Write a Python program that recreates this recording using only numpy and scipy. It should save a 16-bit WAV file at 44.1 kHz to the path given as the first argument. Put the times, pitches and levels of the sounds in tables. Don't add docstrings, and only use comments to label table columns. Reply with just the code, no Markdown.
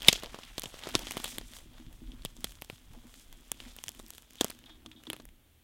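import sys
import numpy as np
from scipy import signal
from scipy.fft import rfft, irfft
from scipy.io import wavfile

SR = 44100
rng = np.random.default_rng(int(sys.argv[2]) if len(sys.argv) > 2 else 0)


def master(y):
    cut = np.clip(np.atleast_2d(y).T, -1, 1)
    pcm = np.round(cut * 32767)
    wavfile.write(sys.argv[1], SR, pcm.astype(np.int16))


def attenuation_scalar(level_db):
    decades = np.asarray(level_db, float) / 20
    return 10 ** decades


N = 248283

# f/Hz, width/Hz, gain
PORT = (3290, 650, 1.212)
# t/s, peak level/dB, knock level re peak/dB, knock f/Hz
MORE_KNOCKS = [
    (4.4503, -39, 8.4, 300),
    (4.4136, -32, 8, 260),
    (5.1036, -42, 6.7, 270),
    (5.1339, -43, 7.6, 310),
    (5.2, -44, 7.1, 340),
]


def rms_one(x):
    return x / np.sqrt(np.mean(x ** 2) + 1e-20)


def peak_one(x):
    return x / (np.max(np.abs(x)) + 1e-20)


def band(x, low_hz, high_hz, order=2):
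    edges_hz = [low_hz, min(high_hz, .45 * SR)]
    return signal.sosfilt(signal.butter(order, edges_hz, "band", fs=SR, output="sos"), x)


def resonance(x, hz, width_hz):
    r = np.exp(-np.pi * width_hz / SR)
    zeros = np.array([1, 0, -1]) * (1 - r * r) / 2
    poles = [1, -2 * r * np.cos(2 * np.pi * hz / SR), r * r]
    return signal.lfilter(zeros, poles, x)


def drift(rate):
    r = np.exp(-80 * np.pi * rate / SR)
    white = rng.standard_normal(N // 40 + 2002)
    slow = signal.lfilter([1], [1, -2 * r, r * r], white)[2000:]
    return np.interp(np.arange(N) / 40, np.arange(len(slow)), rms_one(slow))


def coloured(spectrum):
    hz = np.fft.rfftfreq(N, 1 / SR) + 1
    points = np.array(spectrum)
    gain_db = np.interp(np.log(hz), np.log(points[:, 0]), points[:, 1])
    return rms_one(irfft(rfft(rng.standard_normal(N)) * attenuation_scalar(gain_db), N))


def grains(per_s, spread_db, clump_db):
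    sizes = attenuation_scalar(spread_db * np.minimum(rng.exponential(1, N), 3.0)) * rng.choice([-1, 1], N)
    born = rng.random(N) < per_s * attenuation_scalar(clump_db * drift(45)) / SR
    return rms_one(sizes * born) + 0.32 * rng.standard_normal(N)


def crackle(per_s, low_hz, high_hz, cycles, count):
    clicks = grains(per_s, 4.6, 4.2)
    dealt = rng.integers(0, count, N)
    gust_db, tilt = 2.2, .45
    out = np.zeros(N)
    for k, hz in enumerate(np.geomspace(low_hz, high_hz, count)):
        stalk = resonance(clicks * (dealt == k), hz, hz / cycles)
        out += attenuation_scalar(gust_db * drift(9.4)) * stalk / (hz / low_hz) ** tilt
    return out


def swells(s, db, hold_s, rise_s, fade_db_per_s):
    since = np.arange(0, N + 64, 64)[:, None] / SR - s
    rise_db = 20 * np.minimum(since, 0) / rise_s
    fade_db = fade_db_per_s * np.maximum(since - hold_s, 0)
    total = 10 * np.log10(np.sum(attenuation_scalar(2 * (db + rise_db - fade_db)), axis=1) + 1e-9)
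    return np.interp(np.arange(N) / 64, np.arange(len(total)), total)


def air():
    # f/Hz, level per Hz/dB
    spectrum = [(12, -36.5), (20, -12), (79, 3), (91, -13), (124, -3.5), (146, -19), (242, -11.5),
                (501, -21), (1100, -26.5), (3100, -24), (4850, -33), (12200, -29), (16200, -28)]
    return attenuation_scalar(-64) * coloured(spectrum)


def camera():
    # f/Hz, width/Hz, level/dB
    modes = [(117.4, 19, -11.5), (243.5, 46.3, 2.5), (312, 22, -2)]
    # f/Hz, level per Hz/dB
    rumble_spectrum = [(8.8, -29), (15, -0.5), (43, 1.5), (62, -13.5), (86, -12), (135, -16), (180, -17),
                       (230, -38), (400, -120)]
    # t/s, sway level/dB, rubbing level/dB, hold/s
    jolts = [(0.01, -53, -63, 0.33), (0.45, -56.5, -68, 0.65), (0.962, -48, -51.5, 0.046),
             (1.124, -57, -59, 0.13), (1.372, -46, -58, 0.021), (1.653, -52, -60.5, 0.056),
             (1.875, -48, -67, 0.032), (2.052, -44.5, -62.5, 0.037), (2.177, -49, -63.5, 0.047),
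             (2.417, -47.5, -62, 0.024), (2.913, -49.5, -59, 0.033), (3.308, -54, -63, 0.03),
             (3.6, -51.5, -62, 0.055), (3.956, -57.5, -61.5, 0.06), (4.31, -66.5, -67.5, 0.23),
             (4.672, -62.5, -65, 0.2), (5.065, -84, -63, 0.12), (5.244, -57.5, -72.5, 0.029)]
    # t/s, peak level/dB, upper mode level re peak/dB
    bumps = [(1.43, -53, -13), (1.509, -54, -15), (1.658, -52.5, -10.5), (1.798, -49, -4),
             (1.872, -53, -4.5), (2.018, -47, -4), (2.08, -53.5, -25), (2.135, -47, -28), (2.384, -50, -10),
             (2.972, -51.5, -16), (3.05, -50.5, -30.5), (3.171, -59.5, -5.5), (3.662, -52, -18),
             (4.55, -58, -6), (4.698, -65.5, 9), (4.867, -53, 1.5), (4.952, -55, -1), (5.075, -47.5, 4)]
    rise_s, fade_db_per_s, sway_hz = 0.1787, 73, 31.4
    at_s, jolt_db, rub_db, hold_s = np.transpose(jolts)
    sway_db = swells(at_s, jolt_db, hold_s, rise_s, fade_db_per_s)
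    body_db = swells(at_s, rub_db, hold_s, rise_s, fade_db_per_s)

    turn = 2 * np.pi * np.cumsum(sway_hz * attenuation_scalar(1.3 * drift(6.1))) / SR
    sway = drift(11.0) * np.cos(turn) + drift(7.2) * np.sin(turn)
    rumble = sway + 1.4 * coloured(rumble_spectrum)

    rubbing = grains(90, 4.5, 3.0)
    body = np.zeros(N)
    for hz, width_hz, db in modes:
        body += attenuation_scalar(db) * resonance(resonance(rubbing, hz, 3 * width_hz), hz, width_hz)

    s, peak_db, upper_db = np.transpose(bumps)
    uneven_db = 3 * rng.standard_normal(len(s))
    thuds = np.zeros(N)
    for (hz, width_hz, db), own_db in zip(modes, [uneven_db, 0, upper_db]):
        taps = np.zeros(N)
        taps[(s * SR).astype(int)] = attenuation_scalar(peak_db + db + own_db)
        softened = resonance(taps, hz, 4 * width_hz)
        thuds += resonance(softened, hz, 0.41 * width_hz) * SR / (1.9 * width_hz)
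    return attenuation_scalar(sway_db) * rms_one(rumble) + attenuation_scalar(body_db) * rms_one(body) + thuds


def strap():
    # t/s, length/s
    squeaks = [
        (4.700, .075),
        (4.962, .06),
        (4.661, .021),
        (4.385, .024),
        (4.8615, .004),
        (4.918, .021),
        (5.069, .009),
    ]
    squeak_db = [-31.5, -33.5, -27, -28, -21.5, -31, -20.5]
    slips_per_s = 333
    slips = np.zeros(N)
    for (s, length), db in zip(squeaks, squeak_db):
        k = np.arange(int(length * slips_per_s) + 1)
        early, size = rng.standard_normal((2, len(k)))
        at = s + k / slips_per_s + .000012 * early
        fade_db = 15 * k / (length * slips_per_s)
        slips[(at * SR).round().astype(int)] += attenuation_scalar(db + 14.0 + 2.0 * size - fade_db)
    bright = resonance(resonance(slips, 3360, 735), 3520, 428)
    return bright + 0.033 * resonance(slips, 2460, 900)


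def heels():
    # t/s, peak level/dB, start f/Hz
    landings = [
        (0.654, -40.5, 230),
        (0.954, -36.5, 190),
        (1.866, -42.5, 170.3),
        (2.061, -54.5, 170),
        (2.25, -38.5, 227),
        (2.436, -58, 222),
        (2.727, -41, 174),
        (2.904, -45.5, 131.7),
        (3.87, -47, 167),
    ]
    end_hz, sink_s, rise_s, t60_s = 50.6, 0.0133, 0.0027, .09
    t = np.arange(SR // 3) / SR
    out = np.zeros(N + SR)
    for s, db, start_hz in landings:
        sinking_hz = end_hz + (start_hz - end_hz) * np.exp(-t / sink_s)
        turn = 2 * np.pi * np.cumsum(sinking_hz) / SR
        envelope = attenuation_scalar(db - 60 * t / t60_s) * np.minimum(t / rise_s, 1)
        out[int(s * SR):][:len(t)] += envelope * np.sin(turn)
    return out[:N]


def grass():
    # t/s, crunch level/dB, blades level re crunch/dB, press/s
    treads = [(0.068, -42, -12.5, 0.074), (.3, -58.5, -7.5, 0.19), (0.599, -57.5, -3, 0.17),
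              (0.869, -52, -21.5, 0.021), (0.959, -47.5, -7.5, 0.032), (1.07, -48, -8, 0.046),
              (1.16, -59, -17, 0.043), (1.25, -50, -0.5, 0.043), (1.32, -54.5, -5, 0.015),
              (1.43, -64.5, -1.5, 0.035), (1.548, -57, 1, 0.015), (1.78, -64.5, -7, 0.015),
              (1.92, -79.5, 8.5, 0.031), (2.05, -72.5, -2.5, 0.085), (2.261, -67.5, -1, 0.019),
              (2.45, -65.5, 4.5, 0.051), (2.71, -66.5, 1, 0.038), (2.921, -72, 0.5, 0.083),
              (3.09, -71.5, 2.5, 0.026), (3.16, -66.5, 3.5, 0.047), (3.34, -70, 0, 0.12),
              (3.55, -80, -6, .02), (3.62, -59.5, -3, 0.076), (3.801, -68.5, 3, 0.18),
              (4.1, -68.5, 3.5, 0.059), (4.42, -58, -3.5, 0.028), (4.47, -59, -3.5, 0.035),
              (4.68, -73.5, -11, 0.03), (4.95, -99, -21, 0.027), (5.11, -66.5, -6, 0.023),
              (1.45, -80, 1, 3.74)]
    # t/s, level/dB, hold/s
    scuffs = [(0.236, -51.5, 0.022), (0.657, -59, 0.017), (0.998, -52.5, 0.022), (1.239, -54, 0.012),
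              (1.342, -62.5, 0.039), (1.58, -67, 0.023), (1.733, -67, .03), (1.905, -66.5, 0.013),
              (2.903, -70.5, 0.021), (2.938, -64.5, 0.035), (3.035, -69, .04), (3.671, -64.5, 0.016),
              (4.852, -66.5, 0.0092)]
    sink_s, lift_db_per_s = 0.17, 142
    s, db, fizz_db, press_s = np.transpose(treads)
    crunch_db = swells(s, db, press_s, sink_s, lift_db_per_s)
    blades_db = swells(s, db + fizz_db, press_s + 0.021, sink_s, 203)
    damp_db = -59.5 + 0.44 * (db + 57.5) - 0.6 * (fizz_db + 7.5)
    litter_db = swells(s, damp_db, press_s, sink_s, lift_db_per_s)
    scuff_db = swells(*np.transpose(scuffs), rise_s=0.024, fade_db_per_s=404)
    swish_db = -70.5 + 0.45 * (crunch_db + 68.0)

    scuff = crackle(2500, 480, 850, cycles=3.0, count=4)
    stalks = crackle(1500, 1904, 6300, cycles=3.2, count=6)
    crunch = stalks + PORT[2] * resonance(stalks, PORT[0], PORT[1])
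    blades = crackle(3900, 6500, 7900, cycles=1.4, count=6)
    litter = crackle(700, 520, 1500, cycles=0.78, count=4)
    swish = resonance(resonance(rng.standard_normal(N), PORT[0], 2 * PORT[1]), PORT[0], PORT[1])
    layers = [(scuff_db, scuff), (swish_db, swish), (crunch_db, crunch), (blades_db, blades), (litter_db, litter)]
    return sum(attenuation_scalar(level_db) * rms_one(layer) for level_db, layer in layers)


def ticks():
    # t/s, peak level/dB
    splinter_rows = [(0.0787, -35), (0.6199, -32), (0.8436, -35), (0.9085, -33), (1.4131, -36.5),
                     (1.5689, -36), (1.5918, -42.5), (1.8654, -44.5), (1.8844, -51.5), (1.9464, -57),
                     (2.074, -45.5), (2.2347, -45.5), (2.2842, -51), (2.3031, -51), (2.375, -47),
                     (2.407, -58), (2.4704, -36.5), (2.5541, -40), (2.5873, -45), (2.7351, -51),
                     (2.7586, -43), (2.7815, -44), (2.8149, -52), (2.9344, -53.5), (3.1538, -45),
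                     (3.4092, -52), (3.7576, -47), (4.0647, -48), (4.1699, -53), (4.2311, -48.5),
                     (4.3038, -52.5), (4.3242, -50), (4.4012, -37), (4.4189, -38), (4.4346, -32),
                     (4.5138, -36), (4.696, -43), (4.9154, -41.5), (4.9317, -49), (5.0368, -52)]
    # t/s, peak level/dB
    blade_rows = [(0.0307, -28), (0.1288, -12), (0.2346, -27), (0.3449, -51), (0.4509, -37), (0.4792, -43),
                  (0.62, -24.5), (0.8892, -26), (0.9098, -39), (1.1784, -26), (1.1997, -30), (1.2564, -33),
                  (1.6079, -48), (1.7351, -48), (2.6153, -33), (2.6435, -41.5), (2.9975, -49.5),
                  (3.0781, -47.5), (3.1976, -38.5), (3.2831, -50), (3.4092, -44), (3.4809, -42),
                  (3.7367, -43.5), (3.8327, -37), (3.8442, -41), (3.8711, -39), (3.9183, -34),
                  (3.9272, -45), (3.9905, -44), (3.9987, -34), (4.0283, -41), (4.0778, -46), (4.0828, -36),
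                  (4.1087, -47), (4.1301, -45), (4.1814, -34), (4.304, -46), (4.4153, -20.5), (4.4193, -33),
                  (4.4497, -29), (4.6597, -43.5)]
    t60_s = 0.00091
    t = np.arange(200) / SR
    out = np.zeros(N + 400)
    for rows, low_hz, high_hz, port_gain in [(splinter_rows, 1100, 4800, 1.2), (blade_rows, 4200, 15000, 0)]:
        wisps = 0.4 * rng.standard_normal((len(rows), len(t))) * attenuation_scalar(-60 * t / t60_s)
        wisps[:, 0] += 1
        wisps = band(wisps, low_hz, high_hz)
        wisps = wisps + port_gain * resonance(wisps, PORT[0], PORT[1])
        for (s, db), wisp in zip(rows, wisps):
            out[int(s * SR):][:len(t)] += attenuation_scalar(db) * peak_one(wisp)
    return out[:N]


def wood_at(s):
    # t/s, ring f/Hz, crack f/Hz, hollow f/Hz, hollow level/dB
    woods = [(.0843, 3400, 6700, 1390, -14), (.0869, 2150, 6000, 1370, -22), (.0923, 4200, 7500, 1400, -12),
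             (.095, 3100, 7000, 1400, -10), (.1012, 3300, 6000, 1300, -12), (.1289, 4570, 6200, 1400, -8),
             (.1312, 2980, 6000, 1400, -7.5), (.5813, 3530, 5750, 1300, -2), (.9525, 3260, 5800, 1300, 2),
             (1.1094, 2580, 5800, 4400, -8), (1.1695, 2700, 8000, 2000, 2),
             (1.2432, 3350, 7960, 5700, -8.5), (1.3838, 3360, 9600, 5700, -16),
             (2.2504, 3396, 8520, 1300, -5), (2.4439, 3340, 11060, 7600, 3),
             (2.6212, 2600, 10950, 7000, 1.5), (2.6996, 2690, 12970, 6200, -9.5),
             (3.5177, 3400, 9990, 4480, -9), (3.6028, 2900, 9000, 5690, -5), (3.8393, 3270, 6800, 4420, 0),
             (3.8828, 3180, 6100, 4400, 2), (3.8918, 3386, 6760, 2010, -5.5),
             (4.1815, 3285, 6520, 4410, -3), (4.4108, 3300, 6285, 2120, -12), (4.445, 3100, 6595, 2000, -9),
             (4.5, 4300, 9000, 5730, -5), (5.1013, 3000, 9900, 5600, -14), (5.1319, 2650, 10950, 5500, -3),
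             (5.165, 3290, 9480, 4800, -6), (5.254, 2000, 12000, 3980, -9),
             (5.2892, 2094, 8970, 4510, -10.5)]
    row = min(woods, key=lambda wood: abs(wood[0] - s))
    return row[1:] if abs(row[0] - s) < .003 else None


def all_breaks():
    # t/s, peak level/dB, knock level re peak/dB, crack level re peak/dB, knock f/Hz
    twig_rows = [(.0833, -22, -26, -11, 530), (.0843, 6.5, -26, -12.5, 414), (.0849, 3, -21.5, -17.5, 414),
                 (.0862, -3.5, -4, -19.5, 220), (.0876, -3, -31, -19.5, 395), (.0923, -13, -11.5, -7, 766),
                 (.095, -20, -13, -12, 497.5), (.1012, -27, -12.5, -15.5, 500),
                 (.1289, -10, -11.5, -10, 503), (.1308, -16, -21, -8.5, 500), (.5813, -18, -6, -7.5, 670),
                 (.9525, -6, -7.5, -36.5, 344), (.9561, -29.5, 7.5, -34, 275),
                 (1.1094, -20.5, -10.5, 0.5, 786), (1.1695, -26, 5, 3, 1240), (1.2432, -19, -15, 5, 1150),
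                 (1.3838, -17, -13, 1.5, 322), (2.2504, -19.5, -8, 3.5, 472),
                 (2.4439, -15, -11.5, 1.5, 530), (2.6212, -26, -7, 3.5, 670),
                 (2.6996, -27.5, -2.5, -5, 446.5), (3.5177, -19, -11, 12.5, 1410),
                 (3.8393, -25, -18.5, 6, 930), (3.8828, -23.5, -27, 3.5, 587), (4.4108, -8, -5, 0, 423),
                 (4.4158, -33, 6.5, -17, 377), (4.445, -18, -1, 8.5, 495), (5.1013, -18, -11.5, -1.5, 390),
                 (5.1319, -22.5, -11, 1, 559)]
    # t/s, peak level/dB, knock level re peak/dB, knock f/Hz
    stick_rows = [(0.0474, -23.5, -13, 1110), (0.1575, -32, -2.5, 490), (0.177, -43, 6, 439),
                  (0.2353, -34, 7, 483), (0.2601, -28, -19, 970), (0.345, -37, 10, 625),
                  (0.3886, -34.5, 3, 608), (0.639, -28.5, 0.5, 444), (0.6577, -27, -7.5, 289),
                  (0.742, -46.5, 13.5, 460), (0.8365, -27, -11, 1030), (0.8716, -28.5, 4, 483),
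                  (0.8894, -32, -1.5, 550), (0.9459, -37.5, 11, 755), (1.0703, -26, -6, 382),
                  (1.201, -36.5, 2, 860), (1.2455, -19.5, -14.5, 770), (1.2572, -30, -3, 590),
                  (1.413, -44, 5.5, 464), (2.119, -40.5, -19, 373), (2.258, -26.5, -15, 345),
                  (3.6028, -28.5, -12.5, 1200), (3.7872, -33, -7.5, 885), (3.9983, -42, 7.5, 344),
                  (4.5, -28.5, -7.5, 560), (4.64, -41.5, -13, 700), (4.8616, -34, -4.5, 300),
                  (4.9157, -38.5, -25.5, 875), (5.0715, -49, 10, 935), (5.1424, -47, 7, 540)]
    # t/s, peak level/dB, crack level
    # re peak/dB
    stalk_rows = [(0.0202, -26, -5), (0.03, -32.5, -6), (0.0765, -25, 9), (0.0787, -31.5, -15.5),
                  (0.225, -33, -8), (0.244, -29.5, -10), (0.4344, -36.5, -5), (0.5958, -30, 12.5),
                  (0.61, -48.5, -18), (.6202, -49, -11), (0.6349, -28.5, 5), (0.792, -35.5, 3.5),
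                  (0.8984, -35, 0), (0.9414, -31.5, -6), (0.993, -27.5, 3), (1.12, -26.5, 3),
                  (1.1762, -28, -7), (1.36, -42.5, 7), (1.536, -34, 0), (1.5672, -35, 5),
                  (1.9279, -44, 4), (2.2212, -40, -24.5), (2.4071, -49.5, 13), (2.4948, -43, 2.5),
                (2.5086, -43, 6.5), (2.5216, -39.5, 4.5), (2.6471, -38, 0), (3.1413, -38.5, 1.5),
                (3.3276, -39, 6.5), (3.7653, -33, 8), (3.8633, -40, 1), (3.872, -41, -4),
                (3.8914, -30.5, 13.5), (3.918, -45.5, -4), (3.9494, -42, 6), (3.9938, -36, 1.5),
                (4.0644, -53, 21.5), (4.105, -36, 13), (4.136, -38.5, 4.5), (4.1815, -34, -13.5),
                (4.2227, -45, 10.5), (4.3078, -42.5, 3), (4.3338, -49, 12), (4.356, -41, 3),
                (4.4828, -37, 3), (4.504, -30, 8), (5.054, -45, -11), (5.165, -35.5, 1.5),
                (5.254, -38.5, 6.5), (5.2894, -44, -8)]
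    # t/s, peak level/dB
    straw_rows = [(0.2, -36), (0.69, -53), (0.9147, -45), (1.0294, -44), (1.2796, -28.5), (1.3291, -43),
                  (1.5869, -38.5), (2.367, -37.5), (2.74, -50.5), (2.935, -45.5), (3.0695, -48),
                  (3.5444, -45), (3.6383, -42), (4.1498, -38.5), (4.408, -30), (4.4662, -38), (4.5493, -47),
                  (4.5899, -40), (5.037, -39.5), (5.1887, -49.5), (5.2211, -46.5)]
    stick_crack_db, stalk_knock_db, stalk_knock_hz = -24, -10, 503
    sticks = [(s, db, knock_db, stick_crack_db, hz) for s, db, knock_db, hz in stick_rows]
    more_knocks = [(s, db, knock_db, stick_crack_db, hz) for s, db, knock_db, hz in MORE_KNOCKS]
    stalks = []
    for s, db, crack_db in stalk_rows:
        knock_hz = stalk_knock_hz * attenuation_scalar(8 * rng.uniform(-0.29, 1))
        stalks.append((s, db, stalk_knock_db, crack_db, knock_hz))
    straws = [(s, db - 1.5, stalk_knock_db, 2.5, stalk_knock_hz) for s, db in straw_rows]
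    return twig_rows + sticks + stalks + straws + more_knocks


def snap_ring(burst, crack_db, ring_hz, wood):
    width_hz = (.17 if wood else .25) * ring_hz
    low_hz = np.clip(1050 * attenuation_scalar(-0.45 * crack_db), 700, 2000)
    ring = resonance(burst, ring_hz, width_hz)
    ring = ring + (.45 if wood else 1.0) * band(burst, low_hz, 3580, order=1)
    ring = band(ring, low_hz, 14000)
    return ring + (.2 if wood else 0.64) * resonance(ring, PORT[0], PORT[1])


def snap_crack(click, spray, settle, crack_db, wood):
    top_hz = max(14000 * attenuation_scalar(0.089 * crack_db), 6000)
    crack = band(click + 0.035 * spray + 0.005 * settle, 1500, top_hz, order=1)
    crack = band(crack, 2900, 23000)
    if wood:
        crack = crack + 1.8 * resonance(crack, wood[1], 0.42 * wood[1])
    return crack


def snap_knock(t, click, spray, knock_hz, rise_s, wood):
    lag_s = .0008 if wood else 0
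    push = np.exp(-np.abs(t - rise_s - lag_s) / 0.00029) + 0.38 * spray
    knock = resonance(push, knock_hz, 0.96 * knock_hz)
    knock = knock + 0.96 * band(push, 150, 2100, order=1)
    knock = knock + 0.52 * resonance(push, 225, 130)
    knock = knock + 0.8 * resonance(push + 0.1 * click, 1100, 700)
    sag_hz = 82.8 + knock_hz * np.exp(-t / 0.0056)
    sag = np.sin(2 * np.pi * np.cumsum(sag_hz) / SR) * attenuation_scalar(-60 * t / .06)
    return peak_one(knock) + 0.042 * sag


def twigs():
    size, rise_s = 5000, 0.0003
    t = np.arange(size) / SR
    out = np.zeros(N + size)
    rows = all_breaks()
    draws = rng.standard_normal((len(rows) - len(MORE_KNOCKS), 2, size))
    draws = np.concatenate([draws, draws[-len(MORE_KNOCKS):]])
    for (s, db, knock_db, crack_db, knock_hz), (white, luck) in zip(rows, draws):
        wood = wood_at(s)
        ring_hz = wood[0] if wood else 3100 * attenuation_scalar(1.15 * white[-1])
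        brittle_db = max(crack_db, 0)
        spray_t60 = 0.032 * attenuation_scalar(0.0072 * (db + 30.0))
        spray = white * np.abs(luck) ** 2.0 * attenuation_scalar(-60 * t / spray_t60) * np.minimum(t / 0.0012, 1)
        click_t60 = 0.0035 * attenuation_scalar(-0.3 * brittle_db)
        click = white * attenuation_scalar(-60 * np.maximum(t - rise_s, 0) / click_t60) * np.minimum(t / rise_s, 1) ** 2
        if wood:
            click, spray = 0.58 * click, 0.72 * spray
        click[int(rise_s * SR)] += 3.5
        settle = luck * np.abs(white) * attenuation_scalar(-60 * t / 0.21) * np.minimum(t / 0.0019, 1)
        clean = attenuation_scalar(-0.9 * brittle_db)
        spray = clean * spray
        settle = clean * settle * (0.54 if wood else 1)

        ring = snap_ring(click + 0.11 * spray + 0.0065 * settle, crack_db, ring_hz, wood)
        crack = snap_crack(click, spray, settle, crack_db, wood)
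        knock = snap_knock(t, click, spray, knock_hz, rise_s, wood)
        snap = peak_one(ring) + attenuation_scalar(crack_db) * peak_one(crack) + attenuation_scalar(knock_db) * peak_one(knock)
        if wood:
            snap = snap + (attenuation_scalar(wood[3]) - 1) * resonance(snap, wood[2], 0.41 * wood[2])
        lag = int(SR * (0.001 + 0.0014 * abs(luck[-1])))
        snap[lag:] += 0.05 * snap[:-lag].copy()
        at = max(int((s - rise_s - .00015) * SR), 0)
        out[at:at + size] += attenuation_scalar(db) * snap
    return out[:N]


def scene():
    mix = air() + camera() + strap() + heels() + grass() + ticks() + twigs()
    return mix[None]


def roll_off(x):
    return signal.sosfilt(signal.butter(12, 16310, fs=SR, output="sos"), x)


def record(dry):
    clipped = np.clip(dry, -1, 1)
    cut = signal.sosfilt(signal.cheby2(14, 60, 16800, fs=SR, output="sos"), clipped)
    return roll_off(cut)


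dry = scene()
out = record(dry)
master(out)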